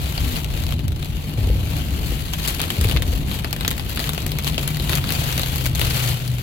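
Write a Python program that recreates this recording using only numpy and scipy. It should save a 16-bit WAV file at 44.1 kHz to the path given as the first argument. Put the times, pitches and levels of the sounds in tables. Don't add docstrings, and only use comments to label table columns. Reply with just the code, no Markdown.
import sys
import numpy as np
from scipy import signal
from scipy.fft import irfft
from scipy.io import wavfile
from scipy.ndimage import uniform_filter1d, minimum_filter1d

SR = 44100
rng = np.random.default_rng(int(sys.argv[2]) if len(sys.argv) > 2 else 0)


def gain_from_db(level_db):
    decades = np.asarray(level_db, float) / 20
    return 10 ** decades


def int16_out(signal):
    q = np.round(np.clip(np.atleast_2d(signal).T, -1, 1) * 32767)
    wavfile.write(sys.argv[1], SR, q.astype(np.int16))


N = 283122
TIME = np.arange(N) / SR
PORT_LAG = 22

# f/Hz, density/dB per Hz
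GLASS_COLOUR = [(150, -59), (250, -9.5), (379, -10), (683, -9.5), (1210, -10), (1710, -10.5), (2980, -4.5),
                (4430, -7), (5460, -17.5), (7450, -17.5), (9180, -21.5), (12100, -12.5), (13600, -20),
                (15700, -17)]


def patter(per_s=700, spread_db=4.5, wash_db=-6):
    # t/s, level/dB
    shower = [(0, -37), (.39, -32.5), (.45, -42.5), (.72, -39.5), (.78, -44.5), (.94, -46), (1.03, -41),
              (2.38, -36), (2.9, -34.5), (3.0, -41), (5.03, -38.5), (5.11, -32), (5.62, -33), (5.73, -38.5),
              (5.81, -31), (6.09, -28.5), (6.2, -39), (6.42, -39.5)]
    # t/s, swell/dB, half length/s
    sheets = [(0.56, 4.5, 0.12), (0.474, -3.5, 0.044), (.9, -2, 0.062), (1.34, -5.5, 0.043),
              (1.402, 3, 0.031), (3.507, -2, .05), (1.763, 3, 0.095), (2.09, 3.5, 0.095), (2.49, 7, 0.1),
              (2.92, 1, 0.1), (3.107, 6, .11), (3.342, 8, 0.08), (3.692, 1.5, 0.19), (3.906, 7, 0.048),
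              (4.036, 6.5, 0.11), (4.484, 8, .05), (4.62, 4.5, .1), (4.718, 3.5, 0.086), (4.92, 9, 0.14),
              (5.328, 2, 0.28)]
    level_db = follow(shower)[0]
    for s, swell_db, half_s in sheets:
        level_db = level_db + swell_db * np.clip(1 - abs(TIME - s) / half_s, 0, 1)

    shapes = splats(count=24, crack_s=0.0011, ring_db=-10.5, spot_db=3)
    size = gain_from_db(spread_db * np.minimum(rng.exponential(1, N), 3))
    hits = size * (rng.random(N) < per_s / SR)
    spot = rng.integers(0, len(shapes), N)
    near = np.zeros((2, N))
    for k, shape in enumerate(shapes):
        near += signal.oaconvolve((hits * (spot == k))[None], shape, axes=1)[:, :N]
    wash = steady(GLASS_COLOUR, patchy_db=2.44, lag=PORT_LAG)
    body, fizz = split(evened(near) + gain_from_db(wash_db) * wash, hz=5000)
    drum, body = split(body, hz=1080)

    flicker_db, span = 1.5, round(0.0035 * SR)
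    clumps = uniform_filter1d(rng.standard_normal(N), size=span)
    clumps = evened(uniform_filter1d(clumps, size=span))
    fizz = fizz * gain_from_db(flicker_db * clumps)
    body = body * gain_from_db(0.56 * flicker_db * clumps)

    drum_db = 1 - 0.1 * (level_db + 29)
    bright_db = 0.28 + 0.17 * (level_db + 47.5)
    return gain_from_db(level_db + 3.0) * (body + gain_from_db(drum_db) * drum + gain_from_db(bright_db) * fizz)


def fat_drops(gain_db=-3.5, thud_db=-8, thud_spread_db=6.0):
    s, peak_db, bright_db = np.transpose(all_drops())[..., None, None]
    shapes = splats(count=len(s), crack_s=.0006, ring_db=-20, spot_db=3)
    body, fizz = split(shapes, hz=5200)
    thud, body = split(body, hz=1085)
    body, fizz, thud = (part / part[..., :200].std((1, 2), keepdims=True) for part in (body, fizz, thud))

    place, depth = rng.random((2, len(s), 1, 1)) - .5
    crack = body + gain_from_db(bright_db) * fizz
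    thud = thud * gain_from_db(thud_db - 0.01 * (peak_db + 22) + thud_spread_db * depth)
    pan = gain_from_db(np.array([[2], [-2]]) * place)
    peak = abs(crack.mean(1, keepdims=True)).max(2, keepdims=True)
    drops = (crack + thud) * pan * gain_from_db(peak_db + gain_db) / peak
    out = np.zeros((2, N))
    for start_s, drop in zip(s.ravel(), drops):
        add(out, start_s, drop)
    return out


def all_drops():
    # t/s, peak/dB, brightness/dB
    fat = [(.4445, -13.5, -1), (.5745, -14.5, 0.5), (.6369, -16, 2), (.8805, -17, 4), (1.471, -21, 11),
           (1.7019, -20, 15), (2.6154, -3, 3), (2.8117, -9, 4.5), (3.0214, -8.5, -0.5),
           (3.5283, -5.5, 3), (3.6784, -0.5, 5), (3.8949, -12.5, 4.5), (4.092, -7.5, -0.5),
           (4.1334, -12, 3), (4.2644, -4.5, 6.5), (4.4449, -7, 1.5), (4.6767, -6, 5),
           (4.7695, -11, 1.5), (4.953, -6, 7), (5.1044, -7, -1), (5.1217, -6, 7), (5.2893, -12, 1),
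           (5.3948, -7.5, 0), (5.4165, -9, 9), (5.5584, -9, 6), (5.6707, -8.5, 15), (5.7946, -6.5, .5),
           (5.8146, -0.5, -3.5), (5.9493, -22, -3), (6.277, -15, 9),
           (0.178, -11, -9), (.666, -12.5, 0), (0.6904, -18, -3), (0.7228, -14.5, -4),
               (1.0276, -17.5, -5), (2.3348, -6.5, -0.5), (2.7032, -5.5, -3), (2.767, -16, -2.5),
               (2.9119, -8.5, -6), (3.314, -12, -11), (3.445, -8.5, -7), (3.6084, -10, -3),
               (3.648, -7.5, -8), (3.779, -14.5, 0.5), (3.973, -8, -7), (4.0407, -8, -4.5),
               (4.0727, -17, -6), (4.1775, -15, -7.5), (4.318, -9.5, 0.5), (4.3861, -10, 2),
               (4.544, -14.5, -5), (4.5794, -6.5, -4), (4.7972, -14, -5), (4.8939, -5, -1.5),
               (4.9396, -16, -7), (5.0404, -12, -8), (5.091, -15, -21), (5.4328, -8, -6.5),
               (5.9072, -7.5, -5), (6.3835, -16, 1)]
    # t/s, peak/dB, brightness/dB, gap to second half/s
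    twins = [(2.4762, -6, 7.5, 0.0059), (2.5952, -9.5, -6, 0.0067), (2.6315, -12, -5.5, 0.0067),
             (2.8396, -12, -2.5, .005), (2.8872, -12, -3, 0.0093), (2.963, -10.5, -10, .0077),
             (3.7058, -9.5, 0.5, .006), (3.993, -11, -2, 0.008), (4.4689, -6.5, -1.5, .0072),
             (4.9251, -11.5, -4, .0057), (4.9724, -12, -2, 0.0097), (5.6571, -5, 3, 0.0055),
             (5.7498, -7.5, 4.5, 0.0059)]
    # t/s, peak/dB
    light = [(.017, -23), (0.7073, -18), (0.7387, -18.5), (.792, -19.5), (0.9603, -24), (2.9218, -11.5),
             (3.027, -17), (3.3492, -19), (3.389, -18.5), (3.563, -16), (3.6011, -19), (3.738, -19),
             (3.7672, -21), (3.7956, -13), (3.9481, -17), (3.9593, -14.5), (4.1472, -13.5), (4.204, -19),
             (4.2196, -16.5), (4.2788, -20), (4.437, -17), (4.631, -17), (4.746, -20), (5.2645, -22),
             (5.3254, -8), (5.378, -8), (5.46, -11), (5.5796, -30), (5.831, -18), (5.978, -24)]
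    # t/s, rate/dB
    canopy = [(0, -6), (.8, -9), (2.2, -12), (2.6, 0), (5.0, 0.5), (5.2, -4), (6.42, -9)]
    second_db, strays, stray_db = 1.5, 40, -22
    halves = [(s + k * gap_s, db + k * second_db, bright_db)
              for s, db, bright_db, gap_s in twins for k in (0, 1)]
    drips = [(s, db, 12.0 * (tone - .5)) for (s, db), tone in zip(light, rng.random(len(light)))]
    when, size, tone = rng.random((strays, 3)).T
    fallen = np.cumsum(gain_from_db(follow(canopy)[0]))
    stray_s = np.interp(when * fallen[-1], fallen, TIME)
    stray_rows = list(zip(stray_s, stray_db + 3.4 * (size - .5), 9.0 * (tone - .5)))
    return fat + halves + drips + stray_rows


def splats(count, crack_s, ring_db, spot_db):
    # f/Hz, t60/s
    pane_t60 = [(300, 0.13), (1000, 0.086), (3000, 0.083), (8000, 0.054), (15000, 0.049)]
    t = np.arange(2560) / SR
    hz, z = ports(GLASS_COLOUR, len(t), count=count, lag=PORT_LAG)
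    modes = uniform_filter1d(rng.standard_normal((count, len(hz))), size=56, axis=1)
    z = z * gain_from_db(spot_db * evened(modes).T)
    edges_hz = np.geomspace(200, 20000, 7)
    out = np.zeros((2, len(t), count))
    for lo, hi in zip(edges_hz, edges_hz[1:]):
        band = irfft(z * ((hz >= lo) & (hz < hi))[:, None], axis=1)
        rise = 1 - np.exp(-t / (.9 * crack_s + .4 / lo))
        crack = np.exp(-t / (crack_s + 0.19 / lo))
        ring = gain_from_db(ring_db - 60 * t / read(pane_t60, np.sqrt(lo * hi)))
        out += band * (rise * (crack + ring))[:, None]
    return np.moveaxis(out, 2, 0)


def wiper(t60_s=0.16, rise_s=0.0027, clack_db=-12, clack_t60_s=0.038):
    # t/s, peak/dB, f/Hz
    knocks = [(1.379, -11.5, 102), (1.43, -15.5, 57), (1.47, -14.5, 97), (1.498, -10, 60), (1.553, -13, 85),
              (1.631, -15, 80.7), (1.919, -16.5, 75.2), (1.986, -14.5, 53.8), (2.119, -12, 57.5),
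              (2.785, -13, 80.5), (2.81, -20, 59.2), (2.849, -11, 110), (2.889, -17, 56.5),
              (2.953, -11.5, 65.5), (3, -19, 78.3), (3.08, -12, 61), (3.129, -14, 49.2)]
    out, t = np.zeros((2, N)), np.arange(6000) / SR
    for s, db, hz in knocks:
        knock = np.sin(2 * np.pi * hz * t * (1 - 0.67 * t))
        knock = knock * (1 - np.exp(-t / rise_s)) * gain_from_db(-60 * t / t60_s)
        clack = sum(np.sin(2 * np.pi * mode_hz * t) for mode_hz in rng.uniform(202, 515, size=3))
        knock = knock + gain_from_db(clack_db - 60 * t / clack_t60_s) * (1 - np.exp(-t / 0.0025)) * clack
        add(out, s, gain_from_db(db) * knock / abs(knock).max() * gain_from_db([[1.2], [-1.2]]))
    return out


def groans(edge_s=0.018, sag=0.036):
    # start/s, length/s, f/Hz, level/dB
    rubs = [
        (0.24, .11, 251, -32),
        (0.625, 0.24, 252.7, -39.5),
    ]
    corners = []
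    for s, length_s, hz, db in rubs:
        end_s, end_hz = s + length_s, hz * (1 - sag)
        corners += [(s - edge_s, hz, -60), (s, hz, db), (end_s, end_hz, db), (end_s + edge_s, end_hz, -60)]
    return hum(*follow(corners), width_hz=11, clean=4.6)


def tyres():
    # t/s, f/Hz, level/dB
    cavity = [(0, 151, -32), (.8, 151, -35), (2, 148.3, -30.5), (2.7, 153.4, -34.5), (4, 149, -31.5),
              (5.2, 152.9, -29.5), (5.6, 149.7, -31.5), (6.42, 148, -34)]
    return hum(*follow(cavity), width_hz=25.4, clean=0.85)


def driveline():
    # t/s, f/Hz, level/dB
    drone = [(3.4, 140.5, -62), (4.4, 137.9, -32.5), (5.3, 130, -27.5), (5.55, 129.2, -32.5),
             (5.75, 126.9, -25), (6.1, 122.1, -23.5), (6.42, 122.4, -25)]
    return hum(*follow(drone), width_hz=10, clean=4)


def hum(hz, db, width_hz, clean):
    r = np.exp(-np.pi * width_hz / SR)
    noise = rng.standard_normal((4, N))
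    for _ in range(2):
        noise = signal.lfilter([1 - r], [1, -r], noise)
    a, b, c, d = noise
    wander = clean + evened(a) + 1j * evened(b)
    other = 0.38 * (evened(c) + 1j * evened(d))
    turn = np.exp(2j * np.pi * np.cumsum(hz) / SR)
    pair = np.array([1.25 * wander * turn, (wander * np.exp(.3j) + other) * 0.82 * turn])
    return gain_from_db(db) * evened(pair.real)


def road(steadied=0.62):
    # f/Hz, density/dB per Hz
    boom_colour = [(8.8, -38), (15, -29), (42, -5.5), (64, 2), (97, -5), (135, -12), (200, -25), (260, -50),
                   (440, -120)]
    # f/Hz, density/dB per Hz
    roar_colour = [(71, -9), (120, -1.5), (158, -5), (222, -7), (307, -11.5), (479, -22.5), (731, -25),
                   (932, -29), (1500, -47), (1950, -59), (3300, -120)]
    # t/s, roar level/dB
    roar_level = [(0, -34.5), (.18, -37), (.64, -33.5), (1.2, -36.5), (1.48, -30.5), (2.38, -37), (2.9, -31.5),
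                  (3.97, -35), (5.11, -34), (5.24, -36.5), (5.5, -36), (5.93, -33), (6.0, -43), (6.42, -36.5)]
    boom = steady(boom_colour, patchy_db=0.5)
    boom = boom / (uniform_filter1d(boom.mean(0) ** 2, size=2200) + .05) ** (steadied / 2)
    roar = steady(roar_colour, patchy_db=1.5)
    return gain_from_db(jolted() + 1.5) * evened(boom) + gain_from_db(follow(roar_level)[0] + 3.0) * roar


def jolted(rise_db_per_s=240, fall_db_per_s=61, smooth_road_db=-34):
    # t/s, rumble level/dB, hold/s
    jolts = [(0, -22.5, 0.017), (0.202, -21, 0.053), (0.456, -24, 0.31), (0.859, -20.5, .01),
             (1.11, -24.5, 0.026), (1.375, -23.5, 0.24), (1.615, -25, 0.27), (2.016, -23.5, 0.081),
             (2.22, -27, 0.18), (2.446, -30.5, 0.22), (2.795, -24, 0.4), (3.2, -28.5, 0.32),
             (3.605, -29, 0.51), (4.2, -28.5, .25), (4.475, -27, 0.12), (4.814, -26.5, 0.55),
             (5.49, -27, 0.23), (5.72, -23.5, 0.15), (6.096, -26.5, .02), (6.314, -28, .01)]
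    s, db, hold_s = np.transpose(jolts)[..., None]
    t = TIME[::64]
    rise_db = rise_db_per_s * np.maximum(s - t, 0)
    fall_db = fall_db_per_s * np.maximum(t - s - hold_s, 0)
    each_db = db - rise_db - fall_db
    return np.interp(TIME, t, np.maximum(each_db.max(0), smooth_road_db))


def steady(points, patchy_db, lag=0):
    frames = N // 512 + 5
    hz, z = ports(points, 2048, count=frames, lag=lag)
    patches = rng.standard_normal((frames, len(hz)))
    patches = uniform_filter1d(patches, size=6, axis=0)
    patches = evened(uniform_filter1d(patches, size=12, axis=1)).T
    out = signal.istft(z * gain_from_db(patchy_db * patches), nperseg=2048, noverlap=1536)[1][:, :N]
    return out / np.sqrt(np.mean(out.mean(0) ** 2))


def ports(points, length, count, lag=0):
    # f/Hz, left-right/dB
    lean_db = [(60, 1.5), (130, 3.5), (290, 2), (640, 3), (1410, 0), (3100, 6.5), (6820, 6), (15000, 7.5)]
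    # f/Hz, coherence/1
    likeness = [(40, 1), (120, 0.8), (250, 0.95), (450, 0.51), (800, 0.35), (2500, 0.34), (6000, 0.018)]
    hz = np.fft.rfftfreq(length, 1 / SR)
    a, b, c, d = rng.standard_normal((count, len(hz), 4)).T
    same = np.clip(read(likeness, hz), 0, 1)[:, None]
    lean = gain_from_db(read(lean_db, hz)[:, None] / 2)
    late = np.exp(-2j * np.pi * hz * np.clip((hz - 350) / 550, 0, 1) * lag / SR)[:, None]
    left = a + 1j * b
    right = same * late * left + np.sqrt(1 - same ** 2) * (c + 1j * d)
    return hz, np.array([left * lean, right / lean]) * gain_from_db(read(points, hz))[:, None]


def split(x, hz):
    low = signal.butter(3, hz, fs=SR, output="sos")
    high = signal.butter(3, hz, "high", fs=SR, output="sos")
    return signal.sosfilt(low, x), signal.sosfilt(high, x)


def evened(x):
    return x / np.sqrt(np.mean(x ** 2) + 1e-20)


def read(points, hz):
    f, value = np.transpose(points)
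    return np.interp(np.log(hz + 1), np.log(f + 1), value)


def follow(rows):
    s, *columns = np.transpose(rows)
    return [np.interp(TIME, s, c) for c in columns]


def add(mix, s, sound):
    part = mix[:, round(s * SR):][:, :sound.shape[1]]
    part += sound[:, :part.shape[1]]


def scene():
    return patter() + fat_drops() + wiper() + groans() + tyres() + driveline() + road()


def hushed(x, hush_db=4.5, ahead_s=0.013, over_db=13):
    top = signal.oaconvolve(x, signal.firwin(129, 5200, pass_zero=False, fs=SR)[None], "same")
    now_db = 10 * np.log10(abs(uniform_filter1d((top ** 2).mean(0), size=120)) + 1e-12)
    span = round(ahead_s * SR)
    soon_db = -minimum_filter1d(-now_db, size=span, origin=-(span // 2))
    cut_db = hush_db * np.clip((soon_db - now_db - over_db) / 4, 0, 1)
    return x - top * (1 - gain_from_db(-uniform_filter1d(cut_db, size=60)))


def low_pass(x):
    return signal.sosfilt(signal.butter(12, 15800, fs=SR, output="sos"), x)


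def record(dry):
    heard = signal.sosfilt(signal.butter(2, 30, "high", fs=SR, output="sos"), dry)
    knee, room = .6, .33
    rounded = np.sign(heard) * (knee + room * np.tanh((abs(heard) - knee) / room))
    heard = np.where(abs(heard) > knee, rounded, heard)
    edge = signal.firwin(301, 16050, window=("kaiser", 9), fs=SR)
    return low_pass(signal.oaconvolve(hushed(heard), edge[None], "same"))


dry = scene()
out = record(dry)
int16_out(out)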